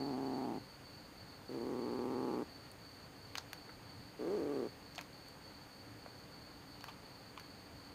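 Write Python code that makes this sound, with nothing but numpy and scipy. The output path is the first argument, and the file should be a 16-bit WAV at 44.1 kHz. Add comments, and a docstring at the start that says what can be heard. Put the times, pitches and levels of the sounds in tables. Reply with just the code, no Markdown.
"""A kitten on a tiled floor growls three times through a mouth full of prey and chews on it between and after.
Each growl is a slow, uneven train of larynx pulses ringing in the throat and nose.
The bites are small wet cracks of noise ringing in the mouth; handling the microphone makes soft low rumbles.
A far insect trills in a narrow band of noise, and a thin electric whine, a sine, lies over shaped noise hiss."""
import sys
import numpy as np
from scipy import signal
from scipy.fft import rfft, irfft
from scipy.io import wavfile
from scipy.ndimage import uniform_filter1d

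SR = 44100
rng = np.random.default_rng(int(sys.argv[2]) if len(sys.argv) > 2 else 0)


def bounce(signal):
    """Save signal as a 16-bit WAV file at the path given by the first command-line argument."""
    frames = np.transpose(np.atleast_2d(signal))
    limited = np.clip(frames, -1, 1)
    pcm = np.round(limited * 32767).astype(np.int16)
    wavfile.write(sys.argv[1], SR, pcm)


N = 350154
TIME = np.arange(N) / SR


def from_db(db):
    """Turn decibels into an amplitude factor."""
    return 10 ** (np.asarray(db) / 20)


def rms_one(x):
    """Scale a sound to rms 1."""
    return x / np.sqrt(np.mean(x ** 2) + 1e-20)


def drift(rate_hz):
    """Smooth random wandering with a corner at `rate_hz` and rms 1, drawn at every 40th sample."""
    r = np.exp(-2 * np.pi * rate_hz * 40 / SR)
    noise = rng.standard_normal(N // 40 + 2002)
    slow = signal.lfilter([1], [1, -2 * r, r * r], noise)[2000:]   # drop the filter's run-in
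    return np.interp(np.arange(N) / 40, np.arange(len(slow)), rms_one(slow))


def resonate(x, hz, width_hz):
    """Two-pole resonance with gain 1 on top."""
    r = np.exp(-np.pi * width_hz / SR)
    feedback = [1, -2 * r * np.cos(2 * np.pi * hz / SR), r * r]
    return signal.lfilter(np.array([1, 0, -1]) * (1 - r * r) / 2, feedback, x + 1e-18)


def steep(x, hz, width_hz):
    """The same resonance twice in a row, for steep skirts."""
    return resonate(resonate(x, hz, width_hz), hz, width_hz)


def cut(x, hz, kind, order=2):
    """Butterworth low- or high-pass."""
    return signal.sosfilt(signal.butter(order, hz, kind, fs=SR, output="sos"), x + 1e-18)


def coloured_noise(spectrum):
    """Steady noise of the given spectrum; rms 1."""
    hz, db = np.transpose(spectrum)
    bins_hz = np.maximum(np.fft.rfftfreq(N, 1 / SR), 1)
    gain = from_db(np.interp(np.log(bins_hz), np.log(hz), db, left=-90, right=-90))
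    return rms_one(irfft(rfft(rng.standard_normal(N)) * gain, N))


def evened(x, inside, size=1800):
    """Hold the running rms of a sound near 1 while it lasts."""
    power = uniform_filter1d(x * x, size) / np.maximum(uniform_filter1d(inside, size), 1e-2)
    floor = .02 * np.mean(x[inside > 0] ** 2)   # keeps near-silence from being blown up
    return x / np.sqrt(np.maximum(power, 0) + floor)


def larynx(pitch_hz, start_s, end_s, jitter, shimmer_db=1.56, slip=.72, limp=0.45, slack_hz=125):
    """Slack vocal folds snap shut once a cycle, each time a little off in timing and strength."""
    cycles = np.cumsum(pitch_hz * (TIME >= start_s) * (TIME < end_s)) / SR
    at = np.searchsorted(cycles, np.arange(int(cycles[-1]) + 1) + 1e-6)
    late, strength = rng.standard_normal((2, len(at)))
    late = signal.lfilter([1], [1, -slip], late)   # a late pulse delays the next ones too
    late = late + limp * (-1) ** np.arange(len(at))   # long and short cycles tend to alternate
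    late = late * (slack_hz / pitch_hz[at]) ** 2   # tighter folds run more evenly
    at = np.clip(at + late * jitter * SR / pitch_hz[at], 0, N - 1).astype(int)
    pulses = np.zeros(N)
    pulses[at] = from_db(shimmer_db * strength)
    return pulses


SAG_S, SAG_OCTAVES = 0.07, 0.167   # the pitch sags as each growl runs out
RELEASE_S, RELEASE_DB = 0.023, 1.5   # and the level with it
# above the resting pitch the voice is louder and rounder
REST_HZ, LOUDER_DB_PER_OCTAVE, DULLER_DB_PER_OCTAVE = 132, 4.5, 9
# the lips part slowly, are widest this long before the end, then close fast: effect on the upper resonances
LIPS_WIDEST_S, LIPS_OPEN_DB_PER_S, LIPS_CLOSE_DB_PER_S = .11, 10, 54


def effort_curves(pitch, start_s, end_s, attack_s, level_db, swell_db_per_s, widest_db):
    """A growl swells, follows its pitch in level and sags at the end: pitch Hz, throat dB, upper dB."""
    since_s = np.clip(TIME - start_s, 0, end_s - start_s)
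    left_s = np.clip(end_s - TIME, 0, None)
    sag_octaves = SAG_OCTAVES * np.maximum(1 - left_s / SAG_S, 0)
    pitch_hz = np.interp(TIME, *np.transpose(pitch)) * 2 ** -sag_octaves
    octaves = np.log2(pitch_hz / REST_HZ)
    onset_db = 20 * np.log10(1 - .5 * np.exp(-since_s / attack_s))
    release_db = RELEASE_DB * np.maximum(1 - left_s / RELEASE_S, 0)
    throat_db = level_db + swell_db_per_s * since_s + LOUDER_DB_PER_OCTAVE * octaves + onset_db - release_db
    opening_db = LIPS_OPEN_DB_PER_S * (left_s - LIPS_WIDEST_S)
    closing_db = LIPS_CLOSE_DB_PER_S * (LIPS_WIDEST_S - left_s)
    shut_db = np.maximum(opening_db, closing_db)
    upper_db = widest_db + 1.5 - shut_db - DULLER_DB_PER_OCTAVE * octaves + 2.5 * onset_db
    return pitch_hz, throat_db, upper_db


def growl(pitch, effort, tract, start_s, end_s, low_cut_hz, bright_hz, blocked_hz, jitter):
    """Soft pulses ring a deep throat resonance; the weaker upper ones come through as the lips part."""
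    pitch_hz, level_db, upper_db = effort_curves(pitch, start_s, end_s, *effort)
    inside = 1. * (TIME >= start_s) * (TIME < end_s)
    pulses = larynx(pitch_hz, start_s, end_s, jitter)
    # each opening of the folds lets a puff of turbulent air through
    puffs = cut(pulses, 103, "low") * rng.standard_normal(N)
    source = cut(pulses + 0.42 * puffs, bright_hz, "low")
    source = cut(source, low_cut_hz, "high")
    source = source - 0.52 * resonate(source, blocked_hz, 173)   # the stuffed mouth swallows one band
    # one fixed broad dip per growl weakens the fundamental, widened by the pitch range
    lowest_hz, span_hz = pitch_hz.min(), np.ptp(pitch_hz)
    source = source - 0.58 * resonate(source, lowest_hz + 0.24 * span_hz, 40 + span_hz)
    throat_hz, throat_width_hz, _ = tract[0]
    throat = resonate(source, throat_hz, throat_width_hz)
    upper = sum(from_db(db) * resonate(source, hz, width_hz) for hz, width_hz, db in tract[1:])
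    upper = cut(upper, 1940, "low")
    voice = evened(throat, inside) + from_db(upper_db) * evened(upper, inside)
    rasp = cut(cut(puffs, 770, "high"), 1200, "low", order=1)
    rasp = from_db(-26) * evened(rasp, inside)
    air = from_db(-74.5) * inside * rng.standard_normal(N)   # a trace of smooth hiss goes with the airflow
    return from_db(level_db) * (voice + rasp) + air


# larynx pulse rate along each growl: time_s, pitch_hz
GROWL_PITCHES = [[(0, 133), (.09, 140.5), (0.156, 128), (0.236, 136.2), (.39, 130.1), (.46, 123.1),
                  (0.579, 114.8)], [(1.49, 133.8), (1.609, 120), (1.702, 137.1), (1.779, 118.6),
                                   (2.0, 122.5), (2.08, 128.7), (2.16, 123.8), (2.22, 130.3),
                                   (2.348, 125.2)], [(4.19, 124.5), (4.244, 131.8), (4.256, 163.7),
                                                    (4.294, 177.3), (4.328, 212.8), (4.359, 207.9),
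                                                    (4.415, 139.1), (4.47, 148.9), (4.599, 129.6)]]
# throat (first row, its level unused), then nose and lips, for each grip on the prey:
# centre_hz, width_hz, level_db
GROWL_TRACTS = [[(266, 170, 0), (746, 110, -5.5), (839, 21, -2), (1107, 28, -15)], [(333, 212, 0), (836, 48, 3), (936, 100, -2), (1110, 130, 0)], [(383, 207, 0), (630, 83, -7), (1160, 45, 13),
                                                   (1540, 140, 6)]]
# span and voice of each growl; blocked_hz is the antiresonance of the stuffed mouth:
# start_s, end_s, low_cut_hz, bright_hz, blocked_hz, jitter (share of a period)
GROWL_VOICES = [(0, 0.581, 75, 610, 510, 0.062), (1.493, 2.436, 100, 470, 620, 0.063),
                (4.193, 4.671, 139, 412, 630, 0.078)]
# effort of each growl; widest_db sets the upper resonances at the widest lips, before a 1.5 dB lift:
# attack_s, throat_level_db, swell_db_per_s, widest_db
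GROWL_EFFORTS = [(0.0016, -41, 0, -9), (.08, -41, 2, -11), (0.0087, -40.5, 3, -22.5)]


def growls():
    """Three growls, each with its own pitch line, effort and mouth shape."""
    settings = zip(GROWL_PITCHES, GROWL_EFFORTS, GROWL_TRACTS, GROWL_VOICES)
    return sum(growl(pitch, effort, tract, *voice) for pitch, effort, tract, voice in settings)


ROOM_T60_S, ROOM_DB = 0.14, -22.02


def room(x):
    """A short, dull tail from tiles and walls: low-passed noise that dies away."""
    t = TIME[:SR // 2]
    tail = cut(rng.standard_normal(len(t)), 3100, "low") * from_db(-60 * t / ROOM_T60_S) * (t > .004)
    return from_db(ROOM_DB) * signal.fftconvolve(x, tail / np.sqrt(np.sum(tail ** 2)))[:N]


# resonances of the microphone's opening: centre_hz, width_hz, added_share
PORT_RESONANCES = [(4340, 110, 1), (5200, 900, 0.047), (6400, 210, 0.87), (2130, 650, 0.44)]


def port(x):
    """The microphone's small opening colours the treble of nearby sounds."""
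    return x + sum(share * resonate(x, hz, width_hz) for hz, width_hz, share in PORT_RESONANCES)


# wing resonances of the insect: centre_hz, width_hz, level_db
WING_RESONANCES = [(4509, 98, 10), (4360, 465, -0.5)]
# tempo of the insect, from one pause to the next: first_pause_s, period_s
PAUSE_TEMPO = [(.19, .308), (1.73, .345), (4.49, .297), (6.28, .357)]


def insect(level_db=-62, opening_db=7, pause_s=0.044, pause_depth=0.66):
    """A far trill, blurred into a narrow band of noise, that dips about three times a second."""
    trill = sum(from_db(db) * steep(rng.standard_normal(N), hz, width_hz)
                for hz, width_hz, db in WING_RESONANCES)
    ends_s = [s for s, _ in PAUSE_TEMPO[1:]] + [N / SR]
    pauses = np.concatenate([np.arange(s, end_s - period_s / 2, period_s)
                             for (s, period_s), end_s in zip(PAUSE_TEMPO, ends_s)])
    to_pause_s = np.min([np.abs(TIME - s) for s in pauses], axis=0)
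    singing = 1 - pause_depth * np.exp(-(to_pause_s / pause_s) ** 4)
    swell_db = opening_db * np.exp(-TIME / 0.28)   # the first trills are the loudest
    return from_db(level_db + swell_db + 0.38 * drift(5.3)) * singing * rms_one(trill)


# spectrum of the room hiss: frequency_hz, density_db (per Hz, relative)
ROOM_HISS = [(15, -40), (25, -18.5), (69, -7.5), (107, -4), (257, -9), (291, -2), (329, -13), (510, -10.5),
             (641, -14.5), (822, -13), (1030, -16), (1670, -18), (3600, -26), (4680, -45), (7920, -120)]
# spectrum of the microphone's treble hiss: frequency_hz, density_db (per Hz, relative)
TREBLE_HISS = [(3000, -41), (3650, -5), (4700, 9.5), (5200, -3), (5900, -6), (6600, 2.5), (7100, -3),
               (7700, -13), (8700, -9), (10000, -8), (15500, -6.5)]
ROOM_HISS_DB, TREBLE_HISS_DB = -56, -67
WHINE_HZ, WHINE_DB = 8378, -79


def background():
    """Low room noise and microphone hiss, both shaped noise, and a thin sine whine that wavers in pitch."""
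    air = from_db(ROOM_HISS_DB + .5 * drift(31)) * coloured_noise(ROOM_HISS)
    hiss = from_db(TREBLE_HISS_DB) * coloured_noise(TREBLE_HISS)
    whine_cycles = np.cumsum(WHINE_HZ + 22 * drift(73)) / SR
    whine = from_db(WHINE_DB) * np.sqrt(2) * np.sin(2 * np.pi * whine_cycles)
    return air + hiss + whine


# soft low rumbles from handling the microphone: centre_s, half_length_s, level_db
HANDLING_RUMBLES = [(2.002, 0.027, -55), (3.873, 0.051, -53.5), (4.004, 0.058, -52.5), (5.956, 0.05, -56),
                    (7.755, 0.029, -54)]


def handling():
    """Dull, low rumbles of narrow-band noise that swell and fade with no sharp start."""
    swell = sum(from_db(db) * np.exp(-((TIME - s) / length_s) ** 2) for s, length_s, db in HANDLING_RUMBLES)
    return swell * rms_one(steep(rng.standard_normal(N), 105, 38))


# a faint noise burst rises and falls within milliseconds on both sides of the crack
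BURST_DB, BURST_S = -26, 0.0021
SQUELCH_DB, SQUELCH_T60_S = -24.5, 0.16   # wet flesh gives way after each crack
# width of a mouth ring over its centre, for a crack of usual length; longer ones ring narrower
RING_WIDTH_SHARE, USUAL_T60_S = 0.86, 0.012
# bites, with two mouth rings and the teeth's crisp treble, levels relative to the low ring:
# crack_s, peak_db, low_ring_hz, upper_ring_hz, upper_ring_db, crisp_db, t60_s
BITE_CRACKS = [(2.715, -48.5, 9000, 11000, -2, 0, 0.011), (3.3536, -30, 1140, 2280, 1, -5, 0.0085),
               (3.374, -35, 1620, 4300, 21, 16, 0.0058), (3.3813, -27.5, 1150, 3770, 3, -8, 0.012),
               (3.531, -33, 1430, 10600, -14, 18, .011), (3.6915, -44.5, 1250, 1300, -8, -30, .04),
               (4.9500, -43, 2500, 4500, 0, 0, .005), (4.9568, -43, 4430, 6000, -4, -12, .028),
               (4.9803, -29, 750, 2160, -2, -12, .01), (4.9897, -35, 1200, 2060, -5, -14, .005),
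               (5.0117, -35.5, 930, 2370, 1, 8, .005), (5.285, -49.5, 8000, 9000, 0, -6, .007),
               (6.0608, -39.5, 630, 900, -15, -29, 0.012), (6.808, -44, 850, 2470, -1, -2, 0.011),
               (6.841, -33.5, 1070, 2050, -19, -3, 0.0068), (6.882, -38.5, 960, 2520, -6, -12, 0.12),
               (7.376, -36, 830, 1900, -6, -26, 0.0048), (7.3968, -40, 1400, 2900, -12, 8, .012)]


def bites(size=9000):
    """A crack in a faint noise burst, then a faint squelch, rings the mouth; the teeth add a crisp edge."""
    out = np.zeros(N + size)
    t = np.arange(size) / SR - .02   # the crack falls at 0
    after = np.maximum(t, 0)
    snap = 1 - np.exp(-after / .0003)
    burst = from_db(BURST_DB) * np.exp(-np.abs(t) / BURST_S)
    squelch = from_db(SQUELCH_DB - 60 * after / SQUELCH_T60_S)
    for s, peak_db, low_hz, upper_hz, upper_db, crisp_db, t60_s in BITE_CRACKS:
        dying = from_db(-60 * after / t60_s) + squelch
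        crack = rng.standard_normal(size) * (burst + snap * dying)
        share = RING_WIDTH_SHARE * (USUAL_T60_S / t60_s) ** 0.18
        low = rms_one(steep(crack, low_hz, low_hz * share))
        upper = rms_one(steep(crack, upper_hz, upper_hz * share))
        edge = cut(crack, 690, "high", order=1)
        sheen = cut(cut(edge, 4900, "high"), 11000, "low")
        edge = rms_one(cut(edge, 7800, "low", order=4) + 0.71 * sheen)
        bite = low + from_db(upper_db) * upper + from_db(crisp_db) * edge
        at = int((s + t[0]) * SR)
        out[at:at + size] += from_db(peak_db) * bite / np.abs(bite).max()
    return out[:N]


def scene():
    """The kitten close by, in a small room with a steady background."""
    kitten = growls() + bites()
    nearby = port(kitten + room(kitten))
    return (nearby + insect() + background() + handling())[None]


def record(dry):
    """The top is cut steeply at 15.6 kHz."""
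    return signal.sosfilt(signal.ellip(10, .1, 70, 15600, fs=SR, output="sos"), dry)


dry = scene()
out = record(dry)
bounce(out)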